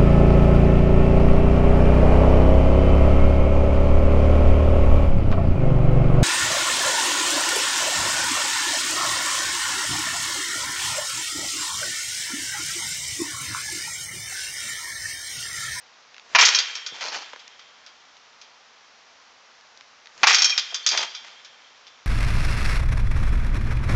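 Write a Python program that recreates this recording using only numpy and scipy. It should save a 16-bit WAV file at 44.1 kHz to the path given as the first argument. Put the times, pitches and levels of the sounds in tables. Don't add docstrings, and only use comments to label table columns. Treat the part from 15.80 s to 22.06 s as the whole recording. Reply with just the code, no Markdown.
import sys
import numpy as np
from scipy import signal
from scipy.fft import rfft, irfft, next_fast_len
from scipy.io import wavfile
from scipy.ndimage import uniform_filter1d, minimum_filter1d

SR = 44100
rng = np.random.default_rng(int(sys.argv[2]) if len(sys.argv) > 2 else 0)


def wav_record(signal):
    frames = np.transpose(np.atleast_2d(signal))
    bounded = np.clip(frames, -1, 1)
    quanta = np.round(bounded * 32767).astype(np.int16)
    wavfile.write(sys.argv[1], SR, quanta)


N = 276066
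TIME = np.arange(N) / SR
MIC_ROLLOFF_HZ, MIC_CUTOFF_HZ = 6790, 8742

# level in dB, t60 in seconds.
SWINGS = [(0.549, 3.3, 0.058, -43, -13, 0.51), (4.4320, 3, 0.049, -41.5, -17, 0.45)]
# frequency in Hz, level in dB.
CRACK_SPECTRUM = [(60, -30), (150, -43.5), (300, -25), (500, -19), (760, 0), (1020, 0.5), (1500, 1.5),
                  (1900, -1), (2400, 3), (3300, -5.5), (5000, -6.5), (7000, -13.5), (8000, -48),
                  (9000, -55)]
# echo delay in seconds, level in dB.
WALL_ECHOES = [(0.0315, -22), (0.0379, -6), (.051, -18), (.074, -13)]

def bat():
    cracks, swish_gain = np.zeros(N), np.zeros(N)
    for s, db, t60, swish_db, *_ in SWINGS:
        add(cracks, s, from_db(db) * colour(rng.standard_normal(SR), CRACK_SPECTRUM) * fade(t60))
        swish_gain += from_db(swish_db - 180 * np.abs(TIME - s)) * (TIME < s + .02)
    cracks = mic_band(cracks, low_hz=230)
    swish_spectrum = [(100, -15.5), (700, -1.5), (1800, -2.5), (7000, -9), (8500, -34.5)]
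    out = cracks + swish_gain * colour(rng.standard_normal(N), swish_spectrum)
    thin = highpass(cracks, 900, order=1)
    for delay, db in WALL_ECHOES:
        add(out, delay, from_db(db) * thin)
    return out


# start in seconds, level in dB, centre of the clash in Hz,
# place from 0 (post) to 1 (rail), trim of the ring in dB.
FRAME_BLOWS = [(0.586, -4.5, 3600, 0.15, -23), (0.61, -0.5, 5760, 0.41, -5), (0.6505, 0.5, 6840, 0.7, -5),
               (0.684, -12.5, 5500, 0.38, 4), (0.7470, -10, 5100, 0, 3), (0.7878, -10, 5300, 0.99, -3),
               (0.9521, -23, 4830, 0.19, 1), (1.0633, -23, 5300, 0.67, 4.5), (1.2087, -25, 5180, 0.56, -6),
               (1.2820, -28.5, 4400, 0, -0.5), (1.593, -37.5, 4540, .9, 2), (1.793, -39, 2830, .75, 6),
               (2.063, -37, 3940, 0.79, 2), (2.614, -37, 4370, 0.45, 4.5), (4.4700, -3, 5070, 0.31, -24),
               (4.498, -9.5, 5500, .5, -13.5), (4.528, -15, 5500, 0.4, 7), (4.545, -5.5, 6140, 0.66, 0.5),
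               (4.584, -16.5, 4900, 0.075, 9.5), (4.620, -6.5, 5300, 0, -3), (4.644, -9.5, 5900, 0.1, 5.5),
               (4.696, -16.5, 5460, 0.28, 3), (4.778, -8.5, 3900, 0.72, -5.5),
               (4.9438, -16.5, 6450, 1, 0.5), (5.064, -6.5, 5220, 1, -4), (5.089, -11.5, 5100, 0.91, -2),
               (5.1134, -19, 4300, 0.5, 7.5), (5.1748, -14.5, 4870, 1, 2), (5.349, -34, 4050, 0.8, 15.5),
               (5.647, -34.5, 4000, 0.6, 0), (6.068, -39.5, 3630, 1, 5.5)]
# pitch in Hz, level in dB struck at the post, level in dB struck at the rail,
# t60 in seconds before damping.
FRAME_MODES = [(1244, -17, -8, .25), (1470, -13, -13, .3), (2284, -12, -18, .2), (2440, -8, -14, .25),
               (3088, -17, -20, .9), (3165, -9, -17, .75), (3199, -11, -14, 1.), (3232, -9, -8, .65),
               (3322, -17, -11, .7), (3513, -14, 1, .42), (3865, -9, -14, .3), (3905, -14, -6, .22),
               (4140, -14, -12, .25), (4302, -7, -18, .3), (4347, -8, -17, .35), (4743, -7, 0, .28),
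               (4855, -8, -10, .22), (4899, -12, 0, .25), (5310, -12, -3, .18), (5470, 1, -12, .24),
               (5500, -3, -14, .2), (5590, -2, -8, .2), (6080, -9, -6, .16), (6260, -2, -7, .17),
               (6540, -6, -8, .14), (6681, -13, -6, .15), (7149, -17, -8, .12)]
DAMP_FROM_HZ = 2900

def frame():
    ringing, clashes = np.zeros(N), np.zeros(N)
    hz, post_db, rail_db, t60 = np.transpose(FRAME_MODES)
    t60 = t60 * np.minimum(DAMP_FROM_HZ / hz, 1) ** .83
    ping = from_db(1) * fade(.14)
    modes = np.array([np.sin(2 * np.pi * f * TIME[:SR]) * (fade(t) + ping) for f, t in zip(hz, t60)])
    for s, db, centre_hz, place, ring_db in FRAME_BLOWS:
        place_db = (1.5 - place) * post_db + place * rail_db
        focus_db = 3 - 2.5 * np.abs(np.log2(hz / centre_hz))
        soft_db = .23 * db * np.maximum(np.log2(hz / DAMP_FROM_HZ), 0)
        strengths = from_db(place_db + focus_db + soft_db + rng.normal(0, 1, len(hz)))
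        ring = (strengths * rng.choice([-1, 1], len(hz))) @ modes
        detune = 1 + .0015 * rng.normal()
        ring = np.interp(TIME[:SR] * detune, TIME[:SR], ring)
        add(ringing, s, from_db(db + ring_db - 14) * ring)
        add(clashes, s, from_db(db - 8) * burst(centre_hz, octaves=.84, t60=.1, low_hz=700, size=8192))
        snap = burst(centre_hz, octaves=1, t60=.02, low_hz=900, size=2048)
        for touch in range(3):
            delay = touch * .014 * rng.uniform(.61, 1.3)
            add(clashes, s + delay, from_db(db - 4.5 - 7 * touch) * snap)
    return clashes + mic_band(ringing, low_hz=840)


def shaken_modes(contacts, modes, t60_scale):
    out = np.zeros(N)
    for hz, post_db, rail_db, t60 in modes:
        radius, angle = from_db(-60 / (t60_scale * t60 * SR)), 2 * np.pi * hz / SR
        feedback = [1, -2 * radius * np.cos(angle), radius ** 2]
        ring = signal.lfilter([np.sin(angle)], feedback, contacts + 1e-18)
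        out += from_db((post_db + rail_db) / 2) * ring
    return rms_one(out)


# frequency in Hz, level in dB.
RATTLE_SPECTRUM = [(88, -62.5), (150, -47), (481, -4.5), (540, -13), (1470, 5), (2410, 7), (5100, -4),
                   (5460, -1.5), (5930, -14.5), (6440, -5.5), (7480, -8.5), (8000, -47.5), (10400, -59),
                   (17600, -120)]
# start in seconds,
# grass level in dB, net level in dB, hold in seconds, t60 in seconds.
BALL_LANDINGS = [(1.128, -43, -46, .015, 0.36), (1.201, -33.5, -37, 0.021, 0.47),
                 (1.313, -35.5, -40, 0.015, 0.37), (5.107, -31, -33.5, 0.12, 0.047),
                 (5.427, -52.5, -51.5, 0.035, 0.54)]
FLIGHT_S, LANDING_ATTACK_S = .036, .023

def net():
    sway = sum(swell(s + FLIGHT_S, db=-43, t60=3.7, attack_s=.21) for s, *_ in SWINGS)
    shake = sum(swell(s + FLIGHT_S, db, t60) for s, *_, db, t60 in SWINGS)
    shake += sum(swell(s, db, t60, LANDING_ATTACK_S, hold) for s, _, db, hold, t60 in BALL_LANDINGS)
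    for s, db, *_ in FRAME_BLOWS:
        add(shake, s, from_db(db - 17.5) * fade(.075))
    contacts = grains(per_s=330, spread_db=2)
    jangle = shaken_modes(contacts, FRAME_MODES, t60_scale=1)
    long_modes = [mode for mode in FRAME_MODES if mode[-1] > .4]
    singing = shaken_modes(contacts, long_modes, t60_scale=.13) * flutter(depth_db=.5, size=3000)
    rattle = from_db(1) * colour(grains(per_s=2200, spread_db=4), RATTLE_SPECTRUM)
    shaking = (rattle + from_db(-8) * jangle) * flutter(depth_db=3.5, size=400) * shake
    swaying = (singing + rattle) * sway
    return highpass(shaking + swaying, 380, order=3)


# frequency in Hz, level in dB.
GRASS_SPECTRUM = [(47, -59), (80, -23.5), (907, 7.5), (1620, -4.5), (2990, 0), (3230, -29), (3920, 0.5),
                  (4320, 4.5), (6470, -0.5), (8000, -47), (10400, -77), (17600, -120)]
# start in seconds, level in dB, centre in Hz, t60 in seconds.
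GROUND_KNOCKS = [(1.118, -44, 260, 0.096), (1.533, -29.5, 674, 0.029), (1.5608, -28.5, 860, 0.011),
                 (4.924, -39.5, 700, 0.061), (5.142, -22, 926, 0.06)]

def ground():
    pressure = sum(swell(s, db, t60, LANDING_ATTACK_S, hold) for s, db, _, hold, t60 in BALL_LANDINGS)
    crackle = colour(grains(per_s=1100, spread_db=4), GRASS_SPECTRUM) * pressure
    out = highpass(crackle, 160, order=2)
    for s, db, hz, t60 in GROUND_KNOCKS:
        add(out, s, from_db(db) * burst(hz, octaves=1, t60=t60, low_hz=.48 * hz))
    return out


# loudest moment in seconds, level in dB, pitch in Hz,
# glide in octaves per second, half length in seconds.
FITTING_SLIPS = [(1.286, -30, 4290, 1, .005), (4.728, -21, 2444, -3, .007), (5.046, -37, 4400, -2, .006),
                 (5.448, -48, 2050, -12, .008)]

def squeaks():
    out, t = np.zeros(N), TIME[:SR // 5] - .1
    for s, db, hz, glide, half_s in FITTING_SLIPS:
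        pitch = hz * 2 ** (glide * t) * (1 + .011 * wander(len(t), size=80))
        envelope = from_db(db) * np.exp(-(t / half_s) ** 2 / 2)
        add(out, s + t[0], envelope * np.sin(2 * np.pi * np.cumsum(pitch) / SR))
    return out


# start in seconds, level in dB, centre in Hz.
CLOSE_TICKS = [(0.344, -36.5, 2300), (0.365, -33.5, 2030), (0.381, -33, 2260), (0.396, -32.5, 2220),
               (1.678, -29.5, 3950), (2.368, -42, 3970), (3.81, -42, 2500), (3.974, -37, 4800),
               (4.009, -32, 2190), (4.258, -34, 2300), (4.271, -32, 2590), (4.378, -33.5, 4800),
               (5.029, -36, 4500)]

def ticks():
    out = np.zeros(N)
    for s, db, hz in CLOSE_TICKS:
        add(out, s, from_db(db - 1.5) * burst(hz, octaves=.9, t60=.011, low_hz=1010))
    return out


# frequency in Hz, level in dB.
YARD_SPECTRUM = [(100, -17), (400, 0), (1500, -1.5), (3000, 2.5), (7000, -3)]

def yard(sound):
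    build_up = np.clip((TIME[:SR] - .015) / .015, 0, 1)
    tail = colour(rng.standard_normal(SR), YARD_SPECTRUM) * fade(.68) * build_up
    return from_db(-16) * signal.fftconvolve(sound, tail / np.linalg.norm(tail))[:N]


# frequency in Hz, level in dB.
AIR_SPECTRUM = [(18, -68), (30, -33), (60, -20), (203, -15.5), (234, -9.5), (319, -15), (465, -6.5),
                (663, -4.5), (711, -2.5), (1200, -1.5), (3010, -6), (3630, -6.5), (5690, -7.5),
                (7040, -15.5), (8500, -42.5), (11000, -69), (18700, -120)]

def air():
    return from_db(-53) * colour(rng.standard_normal(N), AIR_SPECTRUM)


def from_db(db):
    return 10 ** (np.asarray(db) / 20)


def rms_one(x):
    return x / np.sqrt(np.mean(x ** 2) + 1e-20)


def add(track, s, sound):
    at = int(round(s * SR))
    track[at:at + len(sound)] += sound[:N - at]


def fade(t60, size=SR):
    return 10 ** (-3 * TIME[:size] / t60)


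def swell(s, db, t60, attack_s=.003, hold_s=0):
    t = TIME - s
    return from_db(db - 60 * np.maximum(t - attack_s - hold_s, 0) / t60) * np.clip(t / attack_s, 0, 1)


def highpass(x, hz, order):
    return signal.sosfilt(signal.butter(order, hz, "high", fs=SR, output="sos"), x)


def mic_band(x, low_hz):
    lowpass = signal.butter(14, MIC_ROLLOFF_HZ, fs=SR, output="sos")
    return signal.sosfilt(lowpass, highpass(x + 1e-18, low_hz, order=3))


def colour(x, spectrum):
    hz, db = np.transpose(spectrum)
    size = next_fast_len(len(x))
    bins = np.maximum(np.fft.rfftfreq(size, 1 / SR), 1)
    gain = from_db(np.interp(np.log(bins), np.log(hz), db))
    return rms_one(irfft(rfft(x, size) * gain, size)[:len(x)])


def burst(hz, octaves, t60, low_hz, size=16384):
    bins = np.maximum(np.fft.rfftfreq(size, 1 / SR), 1)
    hump = (bins < MIC_CUTOFF_HZ) / (1 + (np.log2(bins / hz) / octaves) ** 2)
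    noise = rms_one(irfft(hump * np.exp(2j * np.pi * rng.random(len(bins)))))
    return mic_band(noise * fade(t60, size), low_hz)


def grains(per_s, spread_db):
    sizes = from_db(spread_db * np.minimum(rng.exponential(1, N), 3.5)) * rng.choice([-1, 1], N)
    return rms_one(sizes * (rng.random(N) < per_s / SR))


def wander(length, size):
    return rms_one(uniform_filter1d(rng.standard_normal(length), size=size))


def flutter(depth_db, size):
    return rms_one(from_db(depth_db * wander(N, size)))


def scene():
    practice = bat() + frame() + net() + squeaks() + ground()
    hiss = air()
    return (practice + yard(practice) + ticks() + hiss)[None]


def record(dry):
    threshold, ceiling, top_hz = .73, .71, 15900
    gain = threshold / np.maximum(np.abs(dry), threshold)
    gain = uniform_filter1d(minimum_filter1d(gain, size=71), size=71)
    narrow = signal.sosfilt(signal.ellip(10, .1, 70, MIC_CUTOFF_HZ, fs=SR, output="sos"), dry * gain)
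    clipped = np.clip(narrow, -ceiling, ceiling)
    return signal.sosfilt(signal.ellip(10, .1, 70, top_hz, fs=SR, output="sos"), clipped)


dry = scene()
out = record(dry)
wav_record(out)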